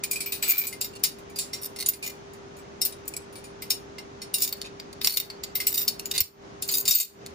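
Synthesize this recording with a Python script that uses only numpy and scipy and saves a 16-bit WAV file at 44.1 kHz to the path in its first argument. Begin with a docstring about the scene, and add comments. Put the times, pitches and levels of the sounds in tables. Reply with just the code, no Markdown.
"""Two steel horseshoes, joined by short chains and carrying a ring, are turned in the hands close by.
The parts clink, bounce and slide on each other. Each hit makes the steel crack and ring,
and the fingers damp it. The chains jerk taut with a dull thud, and a limiter turns everything
down for a moment at the loudest hits. Behind it all, air rushes and a fan hums in the workshop."""
import sys
import numpy as np
from scipy import signal
from scipy.fft import rfft, irfft
from scipy.io import wavfile
from scipy.ndimage import uniform_filter1d, minimum_filter1d

SR = 44100
rng = np.random.default_rng(int(sys.argv[2]) if len(sys.argv) > 2 else 0)


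def pcm_store(signal):
    """Save signal as 16-bit PCM."""
    levels = np.round(np.clip(np.atleast_2d(signal), -1, 1) * 32767)
    wavfile.write(sys.argv[1], SR, levels.astype(np.int16).T)


N = 323694
TAIL = 16384  # samples in one dying sound

# Tone colour of the workshop air: pitch_hz, relative_db
AIR_COLOUR = [(26, -18.5), (56, -5), (180, -2.5), (330, -3.5), (560, -9.5), (1050, -14.5), (2100, -20),
              (4100, -25.5), (6500, -26), (8100, -40.5), (11000, -46.5), (12200, -70), (16100, -49.5)]
# How wide the air sounds: pitch_hz, side_minus_mid_db
AIR_WIDTH = [(62, -13.5), (252, -5), (402, -9), (602, 4.5), (1102, 4), (2502, 0)]
# Clinks (harder hits tilt toward the treble): start_s, level_db, tilt_db_per_octave, links_relative_db
CLINK_HITS = [(0.0371, -23, -2.5, -4.5), (0.112, -23, 4, 0), (0.131, -26, 2.5, -14),
              (0.1585, -25.5, 0.5, -6), (0.205, -24, -0.5, -10), (0.26, -29.5, -3.5, 3),
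              (0.3215, -23.5, -2, -2), (0.4255, -19.5, -5, -3), (0.5806, -24.5, 8, 13),
              (0.669, -26, 2.5, 0), (0.7266, -32.5, -1, -10), (0.8121, -22, 1.5, -5),
              (0.8444, -30.5, -0.5, 0), (1.037, -14, -1.5, -2.5), (1.3596, -30.5, 2, -10),
              (1.3869, -20.5, .5, -8.5), (1.5323, -25, -2.5, -14), (1.7613, -35, -2, -15),
              (1.861, -20, 3.5, -17), (1.8877, -20.5, 4, 8.5), (1.9352, -32, -2.5, -18),
              (2.0261, -25.5, -0.5, -17), (2.8157, -17.5, 5.5, -6.5), (2.851, -21.5, 2, 2),
              (2.9242, -38.5, .5, -22), (3.079, -31, 4.5, 1), (3.138, -34, 3.5, -23),
              (3.1656, -28.5, 4.5, -9), (3.3553, -38.5, -6, -12), (3.4406, -40, -2, -15),
              (3.6212, -32, -3.5, -5), (3.7042, -16.5, 0, -5), (3.9833, -34, -5.5, -16),
              (4.2177, -31.5, -2, -17), (4.3407, -17.5, 5, -6), (4.4209, -16.5, 5.5, -5),
              (4.5262, -28.5, -3.5, 1), (4.6158, -30, -5, -16), (4.7992, -35, -9, -17),
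              (4.929, -42.5, -1, -12), (5.0146, -29, -8, -6), (5.046, -17.5, -1.5, -9),
              (5.072, -12, -5, -3.5), (5.1717, -14.5, -2, -2.5), (5.2, -24.5, -1.5, 3),
              (5.301, -31.5, -7.5, -16), (5.436, -28, -4, -9), (5.554, -25.5, -2.5, 6),
              (5.602, -23.5, -4.5, -5), (5.669, -18, 2.5, 2.5), (5.742, -25, 3, -12), (5.7773, -22.5, 5, 2),
              (5.809, -27, -1.5, -19), (5.879, -17, .5, -3), (5.995, -31, 0, -7),
              (6.0569, -30.5, -1.5, 1.5), (6.113, -23, -1.5, -10), (6.179, -19, 0, -7.5),
              (6.2047, -8.5, -2, 5), (6.6227, -24.5, 2, -6), (6.6889, -22, -3.5, -17),
              (6.7384, -19.5, 0.5, -8), (6.854, -24.5, -2.5, -8), (6.8785, -13, 0, -2),
              (6.9094, -6.5, 0.5, -2.5), (6.9508, -7.5, 1, 8.5), (7.0001, -6, 2, -1), (7.2626, -37, -1, -9)]
# Steel sliding on steel: start_s, end_s, level_db, tilt_db_per_octave, links_relative_db
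SLIDE_STROKES = [(0.421, 0.7, -31.5, -5.5, -2), (0.471, 0.537, -25, -1, 8.5),
                 (0.931, 0.975, -43.5, -3.5, -14), (1.611, 1.676, -36, 2.5, 0.5),
                 (1.783, 1.836, -30.5, -0.5, -9), (2.03, 2.116, -37.5, -2.5, -2),
                 (4.357, 4.513, -33.5, -2.2, 0), (4.634, 4.686, -42, -11, -24), (5.012, 5.2, -29, -2.5, -3),
                 (5.683, 5.867, -36.5, -4, 8), (6.121, 6.232, -31, -5, -9), (6.651, 6.842, -32.5, 4.5, 5),
                 (6.879, 7.061, -20, -0.5, 3)]
# The notes that each steel part rings with: pitch_hz, relative_db
RING_NOTES = [(2322, 4), (2432, 11.5), (2542, 0.5), (5342, -6.5), (6953, 9.5), (7793, 15), (7943, -3),
              (8546, -1), (9666, 10), (11001, -6)]
FIRST_SHOE_NOTES = [(2090, -3), (2779, -7), (2902, -5.5), (3815, -3.5), (4352, -2.5), (4777, -4), (5424, 5),
                    (5589, -4.5), (6952, 4), (7752, -5.5), (9417, 5.5), (9652, 8.5), (10682, -8)]
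SECOND_SHOE_NOTES = [(2554, -9.5), (3730, 4), (4416, 5.5), (4758, 7.5), (5603, 2.5), (6696, 4.5), (7377, 6),
                     (7492, -22.5), (8227, -23.5), (8747, -6), (9394, -2.5), (9952, -0.5), (10402, -12),
                     (11032, -3.5)]
LINK_NOTES = [(13357, -13.5), (13610, -1), (13714, 0.5), (13877, -1.5), (14623, 6.5), (14782, -9.5),
              (14878, -10.5)]
# Tone colour of the short crack of a hit, on the large parts and on the links: pitch_hz, relative_db
BODY_CRACK_COLOUR = [(320, -26), (1220, -14), (1770, -14), (2420, -3.5), (3320, -4.5), (4620, 5.5),
                     (6220, -1.5), (7220, -0.5), (11020, 1.5), (12020, -31.5), (16020, -41)]
LINK_CRACK_COLOUR = [(11600, -51), (13020, -29), (13720, -9), (14920, 5.5), (15620, -21.5), (16420, -40)]
# Which part is hit: time_s, part (0 ring, 1 first shoe, 2 second shoe, in between = both)
STRUCK_PART = [(0.15, 0.39), (0.66, .5), (0.8, 1.48), (1.53, 1.7), (1.82, 1.06), (2.05, 0.61), (2.82, 0.92),
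               (3.08, .4), (3.7, 0.99), (4.42, 1.31), (4.53, 2), (5.05, 1.5), (5.43, 1.68), (5.66, 0.74),
               (5.76, 1.58), (5.9, 1.38), (6.85, 1.65), (7.05, 1.56)]
# How long the fingers let the steel ring, until it is 60 dB down: time_s, ring_s
FINGER_GRIP = [(0.048, 0.059), (0.42, 0.2), (0.8, 0.073), (1.4, 0.17), (1.9, 0.039), (2.051, 0.24),
               (2.85, 0.08), (3.16, 0.023), (3.4, 0.15), (3.72, 0.071), (4.42, 0.11), (4.56, 0.012),
               (5.43, 0.036), (5.6, 0.12), (6.05, 0.023), (6.9, 0.13), (7.26, 0.0093)]


def amp(db):
    """Turn decibels into a gain."""
    return 10 ** (np.asarray(db) / 20)


def unit_level(x):
    """Scale a sound to an average power of 1."""
    return x / np.sqrt(np.mean(x ** 2) + 1e-20)


def curve_at(points, hz):
    """Read a spectrum between its points, along a log pitch scale."""
    pitch_hz, db = np.transpose(points)
    return np.interp(np.log(hz + 1), np.log(pitch_hz + 1), db)


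def add(mix, start_s, sound):
    """Mix a sound in at its start time."""
    part = mix[:, max(round(start_s * SR), 0):][:, :sound.shape[1]]
    part += sound[:, :part.shape[1]]


def noise(db, size):
    """Two unrelated channels of noise with the spectrum db."""
    return irfft(rfft(rng.standard_normal((2, size))) * amp(db), size)


def fade(ring_s):
    """A fade that falls 60 dB in ring_s seconds."""
    return amp(-60 * np.arange(TAIL) / SR / max(ring_s, 1e-3))


def workshop_air(level_db=-48):
    """Air makes a soft, wide rush: mid is what both ears share, side is how they differ."""
    hz = np.fft.rfftfreq(N, 1 / SR)
    mid, side = noise(curve_at(AIR_COLOUR, hz), N)
    side = irfft(rfft(side) * amp(curve_at(AIR_WIDTH, hz)), N)
    return amp(level_db) * np.array([mid + side, mid - side]) / mid.std()


def fan(pitch_hz=398.3, level_db=-49, waver=0.047, drift_hz=4, stereo_shift_rad=0.98):
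    """Turning fan blades hum one slightly wavering note."""
    hz = np.fft.rfftfreq(N, 1 / SR)
    drift = unit_level(noise(-20 * np.log10(1 + (hz / drift_hz) ** 2), N))
    phase = 2 * np.pi * pitch_hz * np.arange(N) / SR + waver * drift[0]
    loudness = amp(level_db) * np.sqrt(2) * (1 + waver * drift[1])
    return loudness * np.sin([phase, phase + stereo_shift_rad])


def steel(notes):
    """Steel vibrates at its own notes: their pitches, levels and never-fading waves."""
    hz, db = np.transpose(notes)
    return hz, db, np.exp(2j * np.pi * hz[:, None] * np.arange(TAIL) / SR)


def hands(time_s):
    """The hands decide which part is hit and how long it rings."""
    return [np.interp(time_s, *np.transpose(curve)) for curve in (STRUCK_PART, FINGER_GRIP)]


def strike(metal, weight_db, crack_colour, tilt, ring_s, crack_db, spread_rad, after_db, free_ring_s=0.32):
    """Struck steel gives a noisy crack, notes damped by the fingers, and a faint free after-ring."""
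    hz, db, waves = metal
    uneven_db = 2.2 * rng.standard_normal((2, len(hz)))
    # each note spreads in its own pattern, so it reaches left and right out of step
    phase = 2 * np.pi * rng.random(len(hz)) + spread_rad * rng.standard_normal((2, len(hz)))
    spot_db = 7.0 * rng.standard_normal(len(hz))  # the spot that is hit favours some notes
    gain = amp(db + weight_db + tilt * np.log2(hz / 6000) + uneven_db + spot_db)
    tone = unit_level(((gain * np.exp(1j * phase)) @ waves).real)
    # touching parts load each other, which shifts the pitch a little
    n = np.arange(TAIL)
    detuned = n * (1 + 0.0037 * rng.standard_normal())
    tone = np.array([np.interp(detuned, n, channel) for channel in tone])
    ringing = tone * (fade(ring_s) + amp(after_db) * fade(free_ring_s))
    crack_hz = np.fft.rfftfreq(TAIL, 1 / SR)
    hardness_db = tilt * np.log2(np.maximum(crack_hz, 1900) / 6000)
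    crack = noise(curve_at(crack_colour, crack_hz) + hardness_db, TAIL)
    crack = unit_level(crack + 0.055 * crack[::-1]) * fade(1.26 * ring_s)  # left and right blend a little
    swell = 1 - np.exp(-n / SR / 0.00028)  # the vibration spreads through the steel
    return swell * (ringing + amp(crack_db) * crack)


def contact(parts, force, energy, tilt, link_db, part, ring_s, neighbour_db=-24.5):
    """A force shakes the struck part, its neighbours more weakly, and the chain links."""
    large, links, part_of_note = parts
    weight_db = neighbour_db * abs(part_of_note - np.clip(part, 0, 2))
    body = strike(large, weight_db, BODY_CRACK_COLOUR, tilt, ring_s,
                  crack_db=-4.5, spread_rad=1.0, after_db=-58.5)
    chain = strike(links, 0, LINK_CRACK_COLOUR, 0, ring_s, crack_db=-19.0, spread_rad=0.7, after_db=-48)
    body, chain = (unit_level(signal.fftconvolve(x, force[None], axes=1)) for x in (body, chain))
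    return np.sqrt(energy * SR / body.shape[1]) * (body + amp(link_db) * chain)


def clinks(parts, bounce=0.44, bounce_s=0.005, bounces=3, graze=0.11, graze_s=0.0037, blow_s=0.0072):
    """The parts graze, hit and bounce a few times, and ring as long as the fingers allow."""
    out = np.zeros((2, N))
    for start_s, level_db, tilt, link_db in CLINK_HITS:
        gaps_s = np.r_[graze_s, bounce_s * (0.5 + rng.random(bounces))]  # the hit, then its bounces
        force = np.zeros(SR // 20)
        hits = np.clip(np.cumsum(gaps_s) * SR, 1, len(force) - 1).astype(int)
        force[hits] = bounce ** np.arange(len(hits))
        force[0] = graze
        energy = amp(level_db) ** 2 * blow_s  # as if the level were held for blow_s
        add(out, start_s - graze_s, contact(parts, force, energy, tilt, link_db, *hands(start_s)))
    return out


def loose_links(parts, level_db=-48, ring_s=0.11, count=20):
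    """Loose links touch the other parts faintly at random moments."""
    out = np.zeros((2, N))
    for when, which, strength in rng.random((count, 3)):
        energy = strength * amp(level_db) ** 2 * ring_s / np.log(1e6)  # summed over the fade
        touch = contact(parts, np.ones(1), energy, tilt=0, link_db=-8, part=2 * which, ring_s=ring_s)
        add(out, when * N / SR, touch)
    return out


def slides(parts, slips_per_s=330, scatter_db=4.0, ring_s=0.031):
    """Sliding steel catches and slips in many tiny hits that swell and fade with the stroke."""
    out = np.zeros((2, N))
    for start_s, end_s, level_db, tilt, link_db in SLIDE_STROKES:
        part, _ = hands((start_s + end_s) / 2)
        length = int(np.clip((end_s - start_s) * SR, SR // 100, SR))
        slips = rng.random(SR)[:length] < slips_per_s / SR
        strength = amp(scatter_db * rng.standard_normal(SR)[:length])
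        force = slips * strength * np.sqrt(np.hanning(length))
        energy = amp(level_db) ** 2 * length / SR * 2 / np.pi
        add(out, start_s, contact(parts, force, energy, tilt, link_db, part, ring_s))
    return out


def chain_jerk(start_s=6.213, pitch_hz=86, level_db=-18, ring_s=0.059):
    """The chain snaps taut and the hands take a dull thud."""
    out = np.zeros((2, N))
    thud = amp(level_db) * np.sin(2 * np.pi * pitch_hz * np.arange(TAIL) / SR) * fade(ring_s)
    add(out, start_s, np.array([thud, thud]))
    return out


def room_echo(sound, ring_s=0.19, build_s=0.022):
    """The room adds a short wash of echoes, duller than the sound and different on each side."""
    t = np.arange(TAIL) / SR
    colour_db = curve_at([(4200, 2), (14200, -4.0)], np.fft.rfftfreq(TAIL, 1 / SR))
    build_up = 1 - np.exp(-(t / build_s) ** 2)
    echoes = unit_level(noise(colour_db, TAIL) * fade(ring_s) * build_up)
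    return signal.fftconvolve(sound, echoes / np.sqrt(TAIL), axes=1)[:, :N]


def scene():
    """Mix the steel, its echo, the thud, the air and the fan."""
    large = [RING_NOTES, FIRST_SHOE_NOTES, SECOND_SHOE_NOTES]
    part_of_note = np.concatenate([np.full(len(notes), part) for part, notes in enumerate(large)])
    parts = steel(np.concatenate(large)), steel(LINK_NOTES), part_of_note
    metal = clinks(parts) + slides(parts) + loose_links(parts)
    direct = metal * amp([[0.4], [-0.4]])  # a little to the left
    return direct + amp(-15.5) * room_echo(metal) + chain_jerk() + workshop_air() + fan()


def record(dry, limit_db=-17.0, hold_s=0.12, recover_db_per_s=110, cutoff_hz=16300):
    """A limiter turns loud moments down at once, holds and recovers; then the top treble is cut."""
    power = uniform_filter1d((dry ** 2).mean(0), size=440)
    over_db = np.maximum(10 * np.log10(abs(power) + 1e-12) - limit_db, 0)
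    half_hold = int(hold_s * SR / 2)
    held_db = -minimum_filter1d(-over_db, 2 * half_hold + 1, origin=half_hold)  # the latest peak
    recovery_db = np.arange(N) * recover_db_per_s / SR
    cut_db = np.maximum.accumulate(held_db + recovery_db) - recovery_db
    limited = dry / amp(uniform_filter1d(cut_db, size=200))
    lowpass = signal.firwin(511, cutoff_hz, window=("kaiser", 9), fs=SR)
    return signal.oaconvolve(limited, lowpass[None], "same", axes=1)


dry = scene()
out = record(dry)
pcm_store(out)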